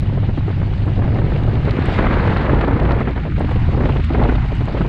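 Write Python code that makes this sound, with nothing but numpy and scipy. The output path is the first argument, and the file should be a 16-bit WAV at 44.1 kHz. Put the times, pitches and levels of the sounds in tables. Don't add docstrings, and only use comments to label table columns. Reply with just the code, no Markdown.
import sys
import numpy as np
from scipy import signal
from scipy.fft import rfft, irfft
from scipy.io import wavfile
from scipy.ndimage import uniform_filter1d

SR = 44100
rng = np.random.default_rng(int(sys.argv[2]) if len(sys.argv) > 2 else 0)


def put_to_file(sound):
    columns = np.atleast_2d(sound).T
    safe = np.clip(columns, -1, 1)
    whole_steps = np.round(safe * 32767)
    wavfile.write(sys.argv[1], SR, whole_steps.astype(np.int16))


def gain_from_db(level_db):
    decades = np.asarray(level_db, float) / 20
    return 10 ** decades


N = 215384

# t/s, level/dB, extra brightness/dB
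WIND = [(0.0, -38, -15), (0.45, -42.5, -7.5), (0.93, -37.5, -19.5), (1.04, -30, -17.5), (1.27, -29.5, -16),
        (1.55, -33, -7.5), (1.952, -30, 1.5), (2.022, -26, -2), (2.4, -26, -1), (2.523, -24, -5.5),
        (2.662, -28, -7), (2.882, -25.5, -7.5), (3.05, -31, -3), (3.361, -33.5, -6), (3.8, -29, -14),
        (4.06, -34.5, -10.5), (4.22, -24, -12), (4.42, -33.5, -10)]
# f/Hz, level per Hz/dB
RUMBLE_SPECTRUM = [(7.1, -46), (12, -3.5), (43, 0), (96, 2), (129, 3), (178, -7.5), (400, -25), (520, -49),
                   (880, -120)]
# t/s, half width/s, level change/dB
SHELTER = [
    (0.8, 0.023, -5),
    (2.4, 0.058, -5.5),
    (2.66, 0.037, -7.5),
    (3.14, 0.087, -9),
    (3.33, 0.042, -0.5),
    (4.08, 0.059, -6.5),
    (4.68, 0.1, -3),
]
# f/Hz, level per Hz/dB
BUFFET_SPECTRUM = [(60, -33.5), (150, 3.5), (250, 6), (400, 2.5), (850, -6.5), (2100, -15.5), (3000, -27.5),
                   (4300, -36), (5500, -52.5), (8000, -60.5), (14000, -88)]
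# t/s, peak level/dB, brightness/dB
THUMPS = [(0.174, -16.5, -34), (0.231, -17, -16.5), (0.288, -14, -16), (0.375, -13, -19),
          (0.481, -12.5, -20.5), (0.878, -11.5, -21.5), (1.173, -19.5, -25), (1.476, -15.5, -27),
          (1.554, -15, -19), (1.647, -17.5, -16.5), (1.674, -10.5, -9.5), (2.672, -10.5, -11.5),
          (2.847, -14, -11.5), (3.01, -13.5, -19), (3.251, -19, -23), (3.276, -26.5, -12), (3.405, -9, -21),
          (3.557, -18.5, -23), (3.689, -22, -22), (3.805, -13.5, -8), (3.96, -16.5, -9.5),
          (3.996, -16, -17), (4.104, -10, -26), (4.196, -8.5, -11.5), (4.25, -15, -14.5),
          (4.319, -11.5, -16), (4.519, -18, -16), (4.607, -18, -9), (4.747, -12.5, -18),
          (4.807, -7.5, -22.5)]
# t/s, peak level/dB, brightness/dB
RIPS = [(0.866, -21.5, -6.5), (1.037, -20.5, -5), (1.157, -17, -7.5), (1.187, -12.5, -10.5),
        (1.32, -15, -11.5), (1.771, -12.5, -16.5), (1.885, -8, -9), (1.921, -13, -10), (1.988, -9.5, -1.5),
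        (2.006, -14.5, -5), (2.04, -10, -7), (2.298, -9.5, -9.5), (2.363, -13.5, 1), (2.458, -21, -10),
        (2.493, -12.5, -4.5), (2.638, -8.5, -9.5), (2.681, -9, -11), (2.708, -16, -3.5), (2.729, -15, -5.5),
        (2.815, -14.5, -11), (3.005, -15.5, -5.5), (3.073, -12, -5), (3.162, -17.5, -8.5), (3.512, -16, -7),
        (3.774, -14.5, -13), (3.836, -11.5, -8), (3.891, -16, -4), (4.147, -11, -5.5), (4.29, -6.5, -6),
        (4.35, -13, -11.5), (4.676, -16.5, -5.5), (4.848, -10, -12.5)]
# t/s, peak level/dB, brightness/dB
PUFFS = [(0.027, -19.5, -11), (0.098, -18, -28), (0.126, -20, -15), (0.309, -32.5, -15), (0.407, -22, -9),
         (0.429, -27, -6), (0.504, -19, -11), (0.528, -29, 0), (0.616, -18.5, -10), (0.629, -19, -11),
         (0.734, -28.5, -4), (0.917, -20, -16), (0.991, -14.5, -15.5), (1.021, -14.5, -11),
         (1.078, -19, -6), (1.125, -23, -6), (1.216, -14, -9), (1.264, -22.5, -7.5), (1.359, -13, -14),
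         (1.394, -32.5, -11), (1.609, -23.5, -14), (1.789, -9.5, -24), (2.067, -11.5, -2), (2.109, -11, -4),
         (2.134, -15, 0), (2.196, -13.5, -2), (2.254, -13.5, -11.5), (2.533, -6.5, -16), (2.588, -13.5, -6),
         (2.611, -8, -6.5), (2.798, -11, -25), (2.892, -13, -5.5), (2.909, -12.5, -2.5), (2.931, -13, -20),
         (3.177, -17.5, -6.5), (3.321, -24, -2.5), (3.363, -23, -4), (3.444, -15, -15.5),
         (3.491, -15, -10.5), (3.745, -13, -23.5), (3.855, -9, -10.5), (3.891, -18, -9), (3.97, -26.5, -7),
         (4.132, -26, -6.5), (4.237, -16, -7), (4.38, -14, -7), (4.773, -18.5, -5), (4.814, -14, -10)]
# t/s, firing f/Hz, level/dB
PULL = [(0, 96, -22), (.22, 95, -18), (.38, 100, -25.5), (.52, 96, -18.5), (.82, 99, -17), (1.05, 104, -17),
        (1.3, 109, -21), (1.5, 114, -16.5), (1.65, 118, -26.5), (1.9, 125, -23), (2.1, 131, -22.5),
        (2.35, 137, -21), (2.55, 141, -25), (2.62, 140, -26)]
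# t/s, firing f/Hz, level/dB
CRUISE = [(2.7, 88.26, -18.5), (2.82, 95.74, -18), (3.0, 84.26, -27), (3.3, 83.97, -22.5),
          (3.45, 83.1, -18.5), (3.75, 79.7, -20.5), (3.9, 76.36, -21), (4.05, 81, -19), (4.18, 74, -17),
          (4.32, 63.8, -21), (4.45, 74.2, -25.5), (4.55, 84.6, -18.5), (4.7, 80.1, -24.5),
          (4.88, 76.3, -25)]
# t/s, f/Hz, level/dB
FRAME_SHAKE = [(1.85, 43.47, -30), (2.1, 44.4, -14.5), (2.3, 49.2, -23.5), (2.55, 49.93, -21.5),
               (2.9, 57, -17), (3.3, 55.56, -25.5), (3.65, 52.37, -21.5), (4.3, 53.43, -16.5),
               (4.88, 56.2, -28)]
# f/Hz, level per Hz/dB
SPRAY_SPECTRUM = [(250, -15), (700, 4), (1100, -5), (2000, -2.5), (2700, -5.5), (4000, -13), (4800, -19),
                  (5500, -27.5), (7900, -34.5), (8600, -43.5), (11000, -50.5)]
# t/s, level/dB
WET_ROAD = [(0, 3), (1.7, 5.5), (1.86, 6), (1.94, 14.5), (2.02, 4), (2.1, 3), (2.3, 0.5), (2.5, 2),
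            (2.6, 3.5), (2.75, 0), (3.1, -2), (3.6, 7), (4.1, 7), (4.88, 6)]
# f/Hz, width f/Hz, level/dB
FAIRING_HOLLOWS = [(2910, 380, -10), (3800, 330, -18.5), (4250, 150, -19)]
# t/s, peak level/dB
SPLASHES = [(0.736, -29.5), (1.188, -31), (1.2725, -33.5), (1.3603, -25.5), (1.5335, -29.5),
            (1.5536, -26.5), (1.66, -31), (1.694, -27), (1.708, -28), (1.765, -26), (1.8916, -27),
            (1.9859, -22), (2.1114, -26), (2.138, -21), (2.239, -27), (2.2752, -25), (2.5446, -25),
            (2.6102, -19), (2.6449, -25), (2.7377, -28.5), (2.7975, -23.5), (2.8499, -27), (2.8734, -35),
            (2.9063, -22), (3.1752, -34), (3.2001, -35), (3.234, -29), (3.3642, -28), (3.38, -27),
            (3.4115, -29), (3.4456, -30), (3.4925, -29), (3.5099, -30), (3.5603, -27), (3.734, -27),
            (3.8541, -22), (3.902, -29), (3.9215, -25.5), (3.9667, -24), (3.9993, -32), (4.0375, -22.5),
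            (4.1344, -25), (4.235, -21), (4.2886, -24.5), (4.354, -22), (4.54, -37), (4.6069, -26),
            (4.6853, -31), (4.7726, -31), (4.8156, -25)]
# f/Hz, level per Hz/dB
SPLASH_SPECTRUM = [(1200, -30.5), (2000, 2), (2800, 1), (4300, -9.5), (5300, -26.5), (9000, -43),
                   (14000, -69)]
# t/s, middle mode level/dB, upper mode level/dB, dull knock level/dB, middle f/Hz
LARGE_DROPS = [(0.3805, -50, -61, -45, 7500), (0.4474, -53, -58, -52, 8000), (0.8076, -51, -67, -46, 8000),
               (0.8589, -45, -66, -53.5, 8000), (1.3753, -44, -65, -36, 7450),
               (1.6536, -45, -68, -29, 8160), (1.7095, -38, -48, -18, 7200), (1.8238, -46, -70, -30, 7000),
               (1.8577, -29.5, -60, -42, 8000), (1.9265, -45, -53, -36, 8100),
               (2.3714, -41, -53, -22, 7000), (2.6803, -43, -73, -27, 6500), (2.797, -48, -80, -30, 7000),
               (2.9694, -58, -54, -43, 7000), (3.1098, -53, -82, -31, 6540), (2.8754, -52, -81, -38, 8300),
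               (2.612, -64, -84, -31, 6500), (2.92, -67, -90, -23, 6500), (3.3864, -52, -56, -33, 7100),
               (3.3967, -34, -57, -47, 8300), (3.5109, -43, -62, -42, 8600), (3.5219, -41, -61, -46, 7000),
               (4.0374, -46, -56, -45, 7500), (4.0472, -33, -62, -30, 7300), (4.5526, -37, -66, -46, 7560),
               (4.4408, -57, -60, -47, 7500), (4.6558, -36, -56, -32, 7000), (0.006, -52, -66, -26, 6500)]
# t/s, peak level/dB
TICKS = [(0.0751, -53), (0.1325, -51), (0.563, -53), (1.0334, -58), (1.3103, -60), (1.436, -45),
         (1.6634, -54), (2.2784, -57), (2.6244, -57), (2.8329, -46), (2.8524, -54), (2.893, -60),
         (3.004, -44), (3.4345, -59), (3.5618, -55), (3.6314, -60), (3.7453, -50), (3.8544, -55),
         (3.9854, -49), (4.2134, -61), (4.2623, -54), (4.2857, -52), (4.3529, -56), (4.5945, -55),
         (4.6946, -57), (4.8648, -46.5)]
TICK_MODES_DB = (0, -15.5, 14.5)
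# f/Hz, time to die by 60 dB t/s, level/dB
HOUSING_MODES = [
    (7000, .0013, 8),
    (10300, .0015, 15),
    (3750, .0028, 5),
]
# t/s, length t/s, from f/Hz, to f/Hz, depth level/dB
LULLS = [(2.65, .02, 500, 1300, -9), (3.122, .03, 300, 750, -13), (3.2, .05, 900, 1150, -9),
         (3.205, .04, 400, 750, -9), (3.285, .085, 450, 1150, -12), (3.452, .05, 400, 680, -14),
         (3.53, .022, 350, 680, -15), (3.575, .108, 350, 680, -14), (3.7, .015, 400, 1050, -9),
         (4.01, .085, 300, 980, -14), (4.38, .06, 330, 680, -15), (4.46, .052, 280, 680, -16),
         (4.535, .065, 380, 760, -12), (4.622, .05, 330, 680, -11)]
# f/Hz, level/dB
TOP_ROLL_OFF = [(11000, 0), (12500, -7), (13500, -10), (16000, -8)]
OPEN_TIMES = [.22, .39, .585, .74, .775, 1.18, 2.675, 2.8, 2.93, 3.72, 4.36, 4.53, 4.62, 4.66, 4.81]


def evened(x):
    return x / np.sqrt(np.mean(x ** 2) + 1e-20)


def read(points, hz):
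    f, value = np.transpose(points)
    return np.interp(np.log(hz + 1), np.log(f + 1), value)


def coloured(x, points):
    gain = gain_from_db(read(points, np.fft.rfftfreq(N, 1 / SR)))
    return irfft(rfft(x) * evened(gain), N)


def resonate(x, hz, width_hz):
    turn = np.exp(2j * np.pi * np.cumsum(hz * np.ones(len(x))) / SR)
    r = np.exp(-np.pi * width_hz / SR)
    return 2 * (turn * signal.lfilter([1 - r], [1, -r], x / turn)).real


def patches(shape, bins, frames):
    field = rng.standard_normal(shape[::-1]).T
    for _ in range(2):
        field = uniform_filter1d(uniform_filter1d(field, bins, 0), frames, 1)
    return evened(field)


def short_spectra(x):
    return signal.stft(x, SR, nperseg=256, noverlap=192)


def joined(z):
    return signal.istft(z, SR, nperseg=256, noverlap=192)[1][:N]


def butter(x, hz, kind):
    return signal.sosfilt(signal.butter(2, hz, kind, fs=SR, output="sos"), x)


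def scattered(per_s):
    draws = rng.standard_normal((round(per_s * N / SR), 3))
    places = (np.arange(len(draws)) + rng.random(len(draws))) / len(draws)
    return places * (N - 1) / SR, draws


def rumble():
    t = np.arange(N) / SR
    s, gust_db, _ = np.transpose(WIND)
    level_db = -15.5 + 0.11 * (np.interp(t, s, gust_db) - gust_db.mean())
    for at, half, db in SHELTER:
        level_db = level_db + db * np.exp(-((t - at) / half) ** 2)
    air = coloured(rng.standard_normal(N), RUMBLE_SPECTRUM[:-1] + [(900, -80.5)])
    firing_hz = np.interp(t, *np.transpose(PULL + CRUISE)[:2])
    near_firing = resonate(air, firing_hz, width_hz=40)
    return gain_from_db(level_db) * (air - 0.55 * near_firing)


def buffeting():
    hz, t, z = short_spectra(rng.standard_normal(N))
    s, level_db, bright_db = np.transpose(WIND)
    gust_db = np.interp(t, s, level_db)
    high = np.clip(np.log((hz[:, None] + 1) / 650) / np.log(3.9), 0, 1.3)
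    lumps_db = 1.7 * patches((1, len(t)), bins=1, frames=5) + 2.64 * patches(z.shape, bins=5, frames=5)
    lumps_db = lumps_db * (1 - 0.032 * high)
    lumps_db = lumps_db + 1.3 * patches((1, len(t)), bins=1, frames=24)
    lumps_db = lumps_db * np.interp(gust_db, [-34, -24], [1.1, 0.5])
    cap_db = 5.5
    lumps_db = np.where(lumps_db > 0, cap_db * np.tanh(lumps_db / cap_db), lumps_db)
    middle = np.exp(-np.log((hz[:, None] + 1) / 800) ** 2 / 0.56)
    lumps_db = lumps_db + 0.74 * middle * np.maximum(gust_db + 30, 0)
    field_db = gust_db + 3.5 + high * (np.interp(t, s, bright_db) + 8.5) + lumps_db
    return coloured(joined(z * gain_from_db(field_db)), BUFFET_SPECTRUM)


def all_eddies():
    thumps = [(at, db - 1.5, bright_db - 1.5, 0.047) for at, db, bright_db in THUMPS]
    rips = [(at, db - 2.5, bright_db - 0.5, 0.04) for at, db, bright_db in RIPS]
    puffs = [(at, db + 0.5, bright_db, 0.026) for at, db, bright_db in PUFFS]
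    times, draws = scattered(per_s=5)
    s, gust_db, _ = np.transpose(WIND)
    peaks_db = np.minimum(np.interp(times, s, gust_db), -29.0) + 1 + 7.5 * draws[:, 0]
    small = [(at, db, -10.5 + 4.8 * d, 0.02) for at, db, d in zip(times, peaks_db, draws[:, 1])]
    return thumps + rips + puffs + small


def eddies():
    t = np.arange(4000) / SR
    strength = np.zeros((2, N + len(t)))
    rise_s = np.array([[0.0021], [0.0029]])
    rise = (1 - np.exp(-t / rise_s)) ** 2
    rows = all_eddies()
    for at, peak_db, bright_db, t60 in rows:
        fall_db = -60 * (t / np.clip(t60, 0.01, 0.2)) ** 1.35
        parts_db = np.array([fall_db, bright_db + 13.5 + 0.84 * fall_db])
        start = round((at - 0.0029) * SR)
        strength[:, start:][:, :len(t)] += gain_from_db(peak_db + 0.5 + parts_db) * rise
    air = rng.standard_normal((2, N))
    for at, *_ in rows:
        air[:, round(at * SR) + 70:][:, :1] += np.array([[7.5], [2.5]])
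    body, treble = air * strength[:, :N]
    body = butter(body, 1000, "low")
    treble = butter(treble, 1000, "high")
    under_top = butter(treble, 2530, "low")
    leak = 0.45
    return coloured(body + leak * treble + (1 - leak) * under_top, BUFFET_SPECTRUM)


def order(rows, lift_db):
    s, hz, level_db = np.transpose(rows)
    t = np.arange(N) / SR
    wobble = evened(uniform_filter1d(rng.standard_normal(N), size=2000))
    swell = evened(uniform_filter1d(rng.standard_normal(N), size=2000))
    turns = np.cumsum(np.interp(t, s, hz) + 2.4 * wobble) / SR
    sounding = uniform_filter1d(1.0 * (t >= s[0]) * (t <= s[-1]), size=4000, mode="nearest")
    uneven = gain_from_db(2.4 * uniform_filter1d(swell, size=500))
    return gain_from_db(np.interp(t, s, level_db) + lift_db) * uneven * sounding * np.sin(2 * np.pi * turns)


def engine():
    return order(PULL, lift_db=1.0) + order(CRUISE, lift_db=-0.1) + order(FRAME_SHAKE, lift_db=0.0)


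def spray():
    hz, t, z = short_spectra(rng.standard_normal(N))
    soft_db = 1.7 * patches(z.shape, bins=4, frames=20) + 1.0 * patches((1, len(t)), bins=1, frames=6)
    hiss = joined(z * gain_from_db(soft_db))
    droplets = rng.random(N) < 900 / SR
    grit = droplets * gain_from_db(4.0 * np.minimum(rng.exponential(1, N), 5)) * rng.choice([-1, 1], N)
    wet = evened(hiss) + 0.45 * evened(grit)
    rings = np.zeros(N)
    for f, width, db in FAIRING_HOLLOWS:
        rings += gain_from_db(db) * evened(resonate(resonate(wet, f, width), f, width))
    level_db = -45 + np.interp(np.arange(N) / SR, *np.transpose(WET_ROAD))
    return gain_from_db(level_db) * (coloured(wet, SPRAY_SPECTRUM) + 0.2 * rings)


def splashes():
    t = np.arange(1500) / SR
    strength = np.zeros(N + 1500)
    shape = (1 - np.exp(-t / 0.0013)) ** 2 * np.exp(-t / 0.0047)
    for s, peak_db in SPLASHES:
        strength[round(s * SR) - 40:][:1500] += gain_from_db(peak_db - 9.5) * shape / shape.max()
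    return coloured(rng.standard_normal(N) * strength[:N], SPLASH_SPECTRUM)


def all_drops():
    times, draws = scattered(per_s=8.9)
    ticks = [(s, *(db + np.array(TICK_MODES_DB)), 6400 + 1800 * u)
             for (s, db), u in zip(TICKS, rng.random(len(TICKS)))]
    modes_db = np.array([-59, -70.5, -50.5])
    drizzle = [(s, *(modes_db + 5 * d), 7000 + 500 * d[1]) for s, d in zip(times, draws)]
    return LARGE_DROPS + ticks + drizzle


def drops():
    out = np.zeros(N + 400)
    t = np.arange(400) / SR
    rise = 1 - np.exp(-t / 0.00018)
    for s, *levels_db, middle_hz in all_drops():
        detune = rng.uniform(0.94, 1.06, 3)
        detune[0] = middle_hz / HOUSING_MODES[0][0]
        for db, (hz, t60, gain_db), d in zip(levels_db, HOUSING_MODES, detune):
            ring = np.sin(2 * np.pi * hz * d * t)
            out[round(s * SR):][:400] += gain_from_db(db + gain_db - 60 * t / t60) * rise * ring
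    return out[:N]


def ceiling(hz, t, z):
    s, gust_db, bright_db = np.transpose(WIND)
    block = (t * SR / 1024).astype(int)
    edge_hz = 12750 + 35 * np.interp(block * 1024 / SR, s, gust_db + bright_db + 40)
    edge_hz = edge_hz + 250 * rng.standard_normal(block.max() + 1)[block]
    edge_hz[abs(t[:, None] - OPEN_TIMES).min(1) < 0.011] = 15700
    loud = abs(z) > 5 * np.median(abs(z), 1, keepdims=True)
    return (hz[:, None] < edge_hz) | loud


def wind_filter_db(hz, t):
    cut_db = np.zeros((len(hz), len(t)))
    for s, length, lo_hz, hi_hz, depth_db in LULLS:
        band = np.clip(np.minimum(hz - lo_hz, hi_hz - hz) / 30 + 0.5, 0, 1)
        moment = np.clip(np.minimum(t - s, s + length - t) / 0.004 + 0.5, 0, 1)
        cut_db = np.minimum(cut_db, depth_db * np.outer(band, moment))
    return cut_db


def scene():
    wind = rumble() + buffeting() + eddies()
    water = spray() + splashes() + drops()
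    return (wind + engine() + water)[None]


def low_pass(x):
    return signal.sosfilt(signal.butter(12, 15680, fs=SR, output="sos"), x)


def record(dry):
    hz, t, z = signal.stft(dry[0], SR, nperseg=768, noverlap=640)
    gain = gain_from_db(wind_filter_db(hz, t) + read(TOP_ROLL_OFF, hz)[:, None])
    z = z * ceiling(hz, t, z) * gain
    filtered = signal.istft(z, SR, nperseg=768, noverlap=640)[1][:N]
    limited = 1.2 * np.tanh(filtered / 1.2)
    return low_pass(limited[None])


dry = scene()
out = record(dry)
put_to_file(out)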